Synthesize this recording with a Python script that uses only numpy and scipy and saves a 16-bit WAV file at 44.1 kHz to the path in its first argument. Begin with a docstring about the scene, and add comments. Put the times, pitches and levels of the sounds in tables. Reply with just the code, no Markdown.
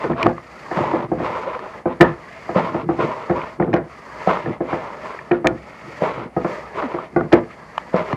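"""A hand-worked diaphragm pump down in a boat's bilge, one microphone close by under the deck.
Water is already gurgling and hissing through the hose as the lever knocks the hollow housing;
water sloshes, linkage and grit tick. From 0.8 s the outlet flap slaps open about every 1.8 s,
each stroke pushing out more bubbly water. The hardest knocks, near 2 s and 7.3 s, overload the input."""
import sys
import numpy as np
from scipy import signal
from scipy.fft import rfft, irfft, next_fast_len
from scipy.io import wavfile
from scipy.ndimage import uniform_filter1d

SR = 44100
rng = np.random.default_rng(int(sys.argv[2]) if len(sys.argv) > 2 else 0)


def store_pcm(level_fs):
    """Save levels as 16-bit WAV."""
    pcm = np.round(np.clip(level_fs, -1, 1) * 32767).astype(np.int16)
    wavfile.write(sys.argv[1], SR, np.atleast_2d(pcm).T)


N = 359856

# air pockets of hose and chamber: pitch_hz, nominal_width_hz, level_db
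AIR_POCKETS = [(575, 200, 4), (631.5, 18.4, 5.5), (982, 122, 21), (1246, 90, 6.5), (1735, 95, 4),
               (1990, 110, 4)]
# lever stops and jolts of the housing: start_s, peak_db, hardness_db_per_octave, gush_db
LEVER_KNOCKS = [(0.04, -12, -1.5, -42), (0.098, -10.5, -5.5, -58), (0.26, -3.5, -4.5, -45),
                (0.712, -14, 0, -28), (0.936, -10, -4, -25), (1.116, -8.5, -7, -60), (1.2, -11.5, -5, -43),
                (1.856, -6.5, -5, -21), (2.002, -11.5, -3.5, -7.5), (2.008, 5, -3, -23),
                (2.49, -14.5, -2, -30), (2.745, -11.5, -5, -50), (2.889, -8, -4.5, -21),
                (2.988, -11, -7, -14.5), (3.297, -7.5, -3.5, -54), (3.308, -13, -7, -52),
                (3.599, -7, -4.5, -24), (3.625, -11, -8, -36), (3.676, -15, -7, -39), (3.73, -15.5, 3, -19),
                (3.737, -5.5, -3, -39), (3.763, -13, 0.5, -50), (4.458, -14, -0.5, -24.5),
                (4.605, -9.5, -7, -27.5), (4.727, -10.5, -3.5, -43), (5.311, -3.5, -3.5, -17.5),
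                (5.444, -3.5, -4, -48), (5.457, -6, -3, -49), (5.503, -19, -10, -56), (6.365, -9, -9, -31),
                (6.446, -9.5, -3, -37), (6.822, -14, 3.5, -50), (6.942, -13, -3, -57),
                (7.162, -4, -3.5, -29), (7.208, -14.5, -4.5, -67), (7.319, -10.5, 0.5, -14.5),
                (7.329, 3, -4, -51), (7.963, -30, 15, -12.5)]
# clear modes of housing and deck: pitch_hz, level_db, t60_s
HOUSING_MODES = [(65.8, -12.5, 0.29), (113.6, -15.5, 0.25), (154.2, -5, 0.14), (211, -9, 0.09),
                 (248, -5.5, 0.13), (337.3, 1.5, 0.11), (440.5, -8.5, 0.13), (506.5, -4.5, 0.15),
                 (572, -1.5, 0.05), (673.6, 3, 0.082), (780, 10.5, 0.015), (1074, -12.5, 0.07)]
# the outlet flap slapping open: start_s, peak_db, gush_db
FLAP_SLAPS = [(0.772, -8, -12.5), (2.5604, 0, -9), (4.2739, 1, -15.5), (6.020, -3, -11.5),
              (7.942, 0.5, -13.5)]


def gain_of(db):
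    """Decibels to amplitude."""
    return 10 ** (np.asarray(db) / 20)


def unit_rms(x):
    """Scales to unit rms."""
    return x / np.sqrt(np.mean(x ** 2) + 1e-20)


def curve_at(points, hz):
    """Reads a table on a log-frequency axis."""
    f, value = np.transpose(points)
    return np.interp(np.log(hz + 1), np.log(f + 1), value)


def add(mix, s, sound):
    """Mixes a sound in at time s."""
    part = mix[round(s * SR):][:len(sound)]
    part += sound[:len(part)]


def coloured(points):
    """Steady noise with the given spectrum."""
    size = next_fast_len(N)
    gain = gain_of(curve_at(points, np.fft.rfftfreq(size, 1 / SR)))
    return unit_rms(irfft(rfft(rng.standard_normal(size)) * gain, size)[:N])


def lumps(per_s, spread_db):
    """Sparse random impulses, a few of them large."""
    size = gain_of(spread_db * np.minimum(rng.exponential(1, N), 4)) * rng.choice([-1., 1.], N)
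    return size * (rng.random(N) < per_s / SR)


def wobble(seconds, db):
    """A random gain that drifts on the given time scale."""
    size = max(round(seconds * SR), 2)
    drift = uniform_filter1d(uniform_filter1d(rng.standard_normal(N), size), size)
    return gain_of(db * unit_rms(drift))


def ring(hz, db, t60, length_s, contact_s):
    """A sum of dying sines of alternate sign, started softly over the contact time."""
    t = np.arange(round(length_s * SR))[:, None] / SR
    sign = (-1.) ** np.arange(np.size(hz))
    onset = (1 - np.exp(-t / contact_s)) ** 2
    return (sign * gain_of(db - 60 * t / t60) * np.sin(2 * np.pi * hz * t) * onset).sum(1)


def boat_ambience():
    """The quiet, steady background of the boat, mostly low rumble."""
    # noise spectrum: frequency_hz, density_db
    spectrum = [(20, -25.5), (64, 8), (90, -6.5), (160, 1.5), (300, -5.5), (700, -3.5), (1800, -22),
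                (2700, -35), (5000, -43.5), (10000, -38.5), (15500, -61)]
    return gain_of(-44) * coloured(spectrum)


def surges():
    """Flow and pressure levels: pressure climbs, the flow waits for the flap, both drift and stop."""
    # surges of gurgling, hissing water through the hose:
    # crest_s, build_s, run_s, flow_db, hiss_db, flow_change_db, hiss_change_db
    water_surges = [(0.039, 0.16, 0.095, -27, -46, -7.5, -15), (0.222, 0.078, 0.071, -20, -59, -9, 8),
                    (0.8, 0.46, 0.23, -25, -43.5, -6, -12), (1.236, 0.12, 0.19, -23.5, -47.5, -5.5, -0.5),
                    (1.47, 0.1, 0.32, -26.5, -57, -13.5, 3.5), (1.93, 0.067, 0.039, -33.5, -85, -25, -3),
                    (2.568, 0.61, 0.24, -32.5, -46.5, 2, -9), (3.039, 0.15, 0.41, -27.5, -47, -11.5, -8.5),
                    (3.362, 0.014, 0.17, -26, -53, -17.5, 1), (4.08, 0.035, 0.069, -41, -77, -8, -13),
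                    (4.303, 0.42, 0.24, -23, -43, -13, -19), (4.718, 0.067, 0.59, -27.5, -48, -18, -17),
                    (5.065, 0.11, 0.22, -31.5, -46, -21, -14), (5.7, 0.096, 0.022, -40, -52, -16, -10),
                    (6.057, 0.52, 0.19, -25, -45.5, -5.5, -15), (6.52, 0.15, 0.38, -29.5, -44, -18, -23),
                    (6.779, 0.11, 0.27, -24, -49, -9.5, -11), (7.99, 0.96, 0.13, -54, -51, 30.5, 4)]
    climb_db, open_s, stop_s = 14, 0.07, 0.05
    t = np.arange(0, N / SR, .002)
    power = np.zeros((2, len(t)))
    for crest, build, run, flow_db, hiss_db, flow_change_db, hiss_change_db in water_surges:
        before = np.clip((crest - t) / build, 0, 1)
        after = np.clip((t - crest) / run, 0, 1)
        started = np.clip((t - crest + build) / stop_s + 1, 0, 1)
        moving = started * np.clip(1 - (t - crest - run) / stop_s, 0, 1)
        pressure = gain_of(hiss_db - climb_db * before + hiss_change_db * after) * moving
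        opened = np.clip(1 + (t - crest) / min(open_s, build), 0, 1) * moving
        flow = gain_of(flow_db + flow_change_db * after) * opened
        seepage = gain_of(11.5 - 12 * before) * pressure
        power[0] += flow ** 2 + seepage ** 2
        power[1] += pressure ** 2
    return [np.interp(np.arange(N) / SR, t, level) for level in np.sqrt(power)]


def pockets(kicks, modes):
    """Air pockets ring in the hose; each swells and fades on its own and all drift in pitch."""
    out = np.zeros(N)
    for hz, width_hz, db in modes:
        clumps = kicks * wobble(.03, db=2.5)
        out += signal.oaconvolve(clumps, ring(hz, db, 1.29 / width_hz, 0.05, contact_s=.0001))[:N]
    drifting_position = np.cumsum(wobble(.05, db=.35))
    return unit_rms(np.interp(drifting_position, np.arange(N), out, period=N))


def gurgle(level):
    """Bursting bubbles kick the air pockets in clumps; short blips of every size churn among them."""
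    water = pockets(lumps(per_s=2000, spread_db=2), AIR_POCKETS)
    blips = np.zeros(N)
    for pitch_hz in np.geomspace(420, 2300, 16):
        cycles = np.arange(round(12 * SR / pitch_hz)) * pitch_hz / SR
        blip = np.sin(2 * np.pi * cycles) * cycles * np.exp(-cycles / 0.72)
        blips += signal.oaconvolve(lumps(per_s=90, spread_db=2.5), blip * (420 / pitch_hz) ** 1.2)[:N]
    return level * unit_rms(wobble(0.018, db=1.15) * (water + 0.45 * unit_rms(blips)))


def hiss(level):
    """Water squeezed past the valve flaps hisses and makes the smallest air pockets swish."""
    # hiss at the valves: frequency_hz, density_db
    spectrum = [(2000, 6.5), (2600, -10), (3200, -9), (3900, -9), (4500, 0.5), (5500, -6), (7000, -8.5),
                (9500, -22), (12000, -25.5), (14500, -29), (15500, -41)]
    swish = pockets(rng.standard_normal(N), AIR_POCKETS[3:])
    return level * wobble(0.013, db=0.97) * (coloured(spectrum) + gain_of(6.5) * swish)


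def slosh(flow):
    """Surging water shakes the low modes of the housing, in heaves and faintly with the flow."""
    # heavy water thrown about in the housing: centre_s, level_db, length_s
    heaves = [(0.11, -26, 0.1), (0.269, -17.5, 0.055), (0.812, -24, 0.048), (0.987, -28, 0.27),
              (1.228, -29, 0.13), (2.79, -29.5, 0.4), (3.056, -24.5, 0.056), (3.714, -24, 0.2),
              (4.494, -24.5, 0.07), (5.487, -27.5, 0.14), (5.88, -38.5, 0.1), (6.224, -29, 0.097),
              (7.228, -28.5, 0.16), (8.139, -20.5, 0.018)]
    hz, db, t60 = np.transpose(HOUSING_MODES[1:7])
    kicks = lumps(per_s=200, spread_db=3.3) * wobble(0.012, db=0.32)
    shaken = signal.oaconvolve(kicks, ring(hz, db, 0.42 * t60, 0.34, contact_s=0.0081))[:N]
    t = np.arange(N) / SR
    thrown = sum(gain_of(db) * np.exp(-(2 * (t - s) / length) ** 2) for s, db, length in heaves)
    return (thrown + gain_of(-26) * flow) * unit_rms(shaken)


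def glugs():
    """Large bubbles gulp through the hose, each a few soft cycles that glide in pitch."""
    # large bubbles: start_s, peak_db, first_hz, last_hz, length_s
    bubbles = [(.035, -16, 604, 320, 0.046), (1.348, -22.5, 487, 523, 0.025),
               (1.449, -22.5, 478, 598, 0.059), (1.549, -23, 496, 510, 0.028),
               (2.845, -24, 174, 166, 0.051), (6.819, -21.5, 330, 201, 0.07)]
    out = np.zeros(N)
    for start_s, peak_db, first_hz, last_hz, length_s in bubbles:
        progress = np.linspace(0, 1, round(length_s * SR))
        cycles = np.cumsum(first_hz + (last_hz - first_hz) * progress) / SR
        add(out, start_s, gain_of(peak_db) * np.sin(np.pi * progress) ** 2 * np.sin(2 * np.pi * cycles))
    return out


def knocks():
    """A blow and its shudder ring the housing; each spot alters the modes and wakes other panels."""
    # strength of the crowd of weaker panel modes: pitch_hz, level_db
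    panel_levels = [(70, -46.5), (150, -22.5), (500, -22.5), (900, -15.5), (1300, -7.5), (1520, -7.5),
                    (1800, -4), (2500, -15.5), (2900, -35), (5000, -24), (8000, -57.5)]
    # their ring times: pitch_hz, t60_s
    panel_decays = [(150, 0.17), (600, 0.18), (2000, 0.027), (5000, 0.016)]
    main_mode_hz, shudder_s = 340, 0.003
    out, t = np.zeros(N), np.arange(3000) / SR
    hz, db, t60 = np.transpose(HOUSING_MODES)
    low_hz, high_hz = panel_levels[0][0], panel_levels[-1][0]
    panels = low_hz * (high_hz / low_hz) ** rng.random((len(LEVER_KNOCKS), 100))
    spots = rng.standard_normal((len(LEVER_KNOCKS), len(hz)))
    jolts = rng.standard_normal((len(LEVER_KNOCKS), len(t)))
    for (start_s, peak_db, hardness, _), panel_hz, spot, jolt in zip(LEVER_KNOCKS, panels, spots, jolts):
        force = 0.021 * jolt * np.exp(-t / shudder_s)
        force[0] = 1  # the blow itself
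        tilt_db = hardness * np.log2(np.maximum(np.r_[hz, panel_hz] / main_mode_hz, 1))
        spot_hz = hz * (1 + 0.013 * spot[::-1])
        spot_db = db + 1.7 * spot + tilt_db[:len(hz)]
        spot_t60 = t60 * gain_of(1.5 * np.roll(spot, 3))
        body = ring(spot_hz, spot_db, spot_t60, 0.3, contact_s=0.00046)
        panel_db = curve_at(panel_levels, panel_hz) + tilt_db[len(hz):]
        crowd = ring(panel_hz, panel_db, curve_at(panel_decays, panel_hz), 0.16, contact_s=0.00044)
        fade_out = signal.windows.tukey(2 * len(crowd), .4)[len(crowd):]
        add(body, 0, crowd * fade_out)
        sound = signal.fftconvolve(force, body)
        add(out, start_s, gain_of(peak_db) * sound / abs(sound).max())
    return out


def gushes():
    """Level of the water that spurts at a knock or as a flap opens: a quick start and a slower fade."""
    lead_s = 0.015  # water is already moving before the flap slaps
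    rise_s, fade_s = 0.031, 0.036
    out, t = np.zeros(N), np.arange(SR // 2) / SR
    spurts = [(s, db) for s, *_, db in LEVER_KNOCKS] + [(s - lead_s, db) for s, _, db in FLAP_SLAPS]
    for start_s, gush_db in spurts:
        add(out, start_s, gain_of(gush_db) * (1 - np.exp(-t / rise_s)) * np.exp(-t / fade_s))
    return out


def under_deck(x):
    """Reflections in the tight space under the deck, each band dying at its own speed."""
    # reverberation: frequency_hz, t60_s
    decays = [(100, 0.29), (500, 0.23), (2000, 0.22), (8000, 0.055)]
    taps = np.zeros(SR // 2)
    at = np.arange(120, len(taps) - 20, 20)
    taps[at + rng.integers(0, 20, len(at))] = rng.choice([-1., 1.], len(at))
    hz, t, bands = signal.stft(taps, SR, nperseg=256)
    fade = gain_of(-60 * t / curve_at(decays, hz)[:, None])
    tail = signal.istft(bands * fade, SR, nperseg=256)[1]
    return signal.fftconvolve(x, tail / np.linalg.norm(tail))[:N]


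def ticks():
    """Linkage and grit tick: a short ring and a brief crack among duller rebounds."""
    # small hard contacts: start_s, peak_db, pitch_hz, brightness_db_per_octave
    contacts = [(.132, -23, 1900, -56), (0.2272, -6, 2380, -18.5), (0.2644, -4, 950, -18),
                (0.379, -20, 1020, -22), (0.788, -8, 660, -21), (0.837, -9, 780, -23),
                (1.59, -19, 1010, -16), (2.0116, -5.5, 2370, -25), (2.024, -19, 1980, -15),
                (3.308, -25, 1950, -22), (3.415, -21, 2140, -26), (3.623, -18.5, 1940, -56),
                (3.738, -16, 2206, -20), (5.189, -20.5, 1810, -40), (5.315, -15, 2343, -33.5),
                (5.4694, -1, 2370, -13), (6.986, -12.5, 1060, -38.5), (7.208, -15, 1300, -24),
                (7.325, -12.5, 2480, -22), (7.336, -13.5, 2400, -18), (7.778, -3.5, 930, -12.5),
                (8.127, -6.5, 960, -17)]
    rebound_s, dull_hz = 0.001677, 3200
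    out, t = np.zeros(N), np.arange(1000) / SR
    cracks = rng.standard_normal((len(contacts), len(t)))
    hz = np.fft.rfftfreq(len(t), 1 / SR)
    dull = 1 / (1 + (hz / dull_hz) ** 6)
    shares = [0.45 * dull, 1, 0.34 * dull, 0.36 * dull]
    rebounds = sum(share * np.exp(-2j * np.pi * hz * (k + .5) * rebound_s)
                   for k, share in enumerate(shares))
    envelope = np.minimum(t / .0008, 1) ** 2 * (1 - t / t[-1]) ** 2
    for (start_s, peak_db, pitch_hz, brightness), crack in zip(contacts, cracks):
        octaves = np.log2(hz / pitch_hz + 1e-3)
        slope_db = np.where(octaves > 0, brightness, 18.0) * octaves
        force = (t == 0) + .4 * crack * np.exp(-t / .001)
        hit = rfft(force) / (1 + (hz / 9000) ** 2)
        snap = irfft(hit * gain_of(slope_db) * rebounds, len(t)) * envelope
        sound = ring(pitch_hz, 1.4, 0.016, len(t) / SR, contact_s=0.0011) + snap / abs(snap).max()
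        add(out, start_s, gain_of(peak_db) * sound / abs(sound).max())
    return out


def flaps():
    """The outlet flap opens with a short hollow slap, slightly different at each stroke."""
    # modes of the slap: pitch_hz, level_db, t60_s
    modes = [(166, -7, 0.056), (536, -1, 0.018), (668, -2, 0.023), (985, -22.5, 0.059), (1300, -25, .05)]
    hz, db, t60 = np.transpose(modes)
    out = np.zeros(N)
    for start_s, peak_db, _ in FLAP_SLAPS:
        spot = rng.standard_normal(len(hz))
        sound = ring(hz * (1 + 0.04 * spot[::-1]), db + 2.5 * spot, t60, 0.3, contact_s=0.0003)
        add(out, start_s, gain_of(peak_db) * sound / abs(sound).max())
    return out


def scene():
    """At the microphone: blows with their echoes, water, and the quiet background of the boat."""
    blows = knocks() + flaps()
    snaps = ticks()
    echoes = under_deck(gain_of(-8) * blows + gain_of(-26) * snaps)
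    gush = gushes()
    flow, pressure = surges()
    idle_hiss_db = -63
    water = gurgle(flow + gush) + hiss(pressure + gain_of(idle_hiss_db) + gain_of(-44) * gush)
    return (blows + snaps + echoes + water + glugs() + slosh(flow) + boat_ambience())[None]


def record(dry):
    """The microphone drops the deepest bass, the input clips at full scale, the top treble is cut."""
    low_cut_hz, high_cut_hz = 88, 15700
    thinned = signal.sosfilt(signal.butter(2, low_cut_hz, "high", fs=SR, output="sos"), dry)
    clipped = np.clip(thinned, -1, 1)
    band_limit = signal.firwin(511, high_cut_hz, window=("kaiser", 9), fs=SR)
    return signal.oaconvolve(clipped, band_limit[None], "same")


dry = scene()
out = record(dry)
store_pcm(out)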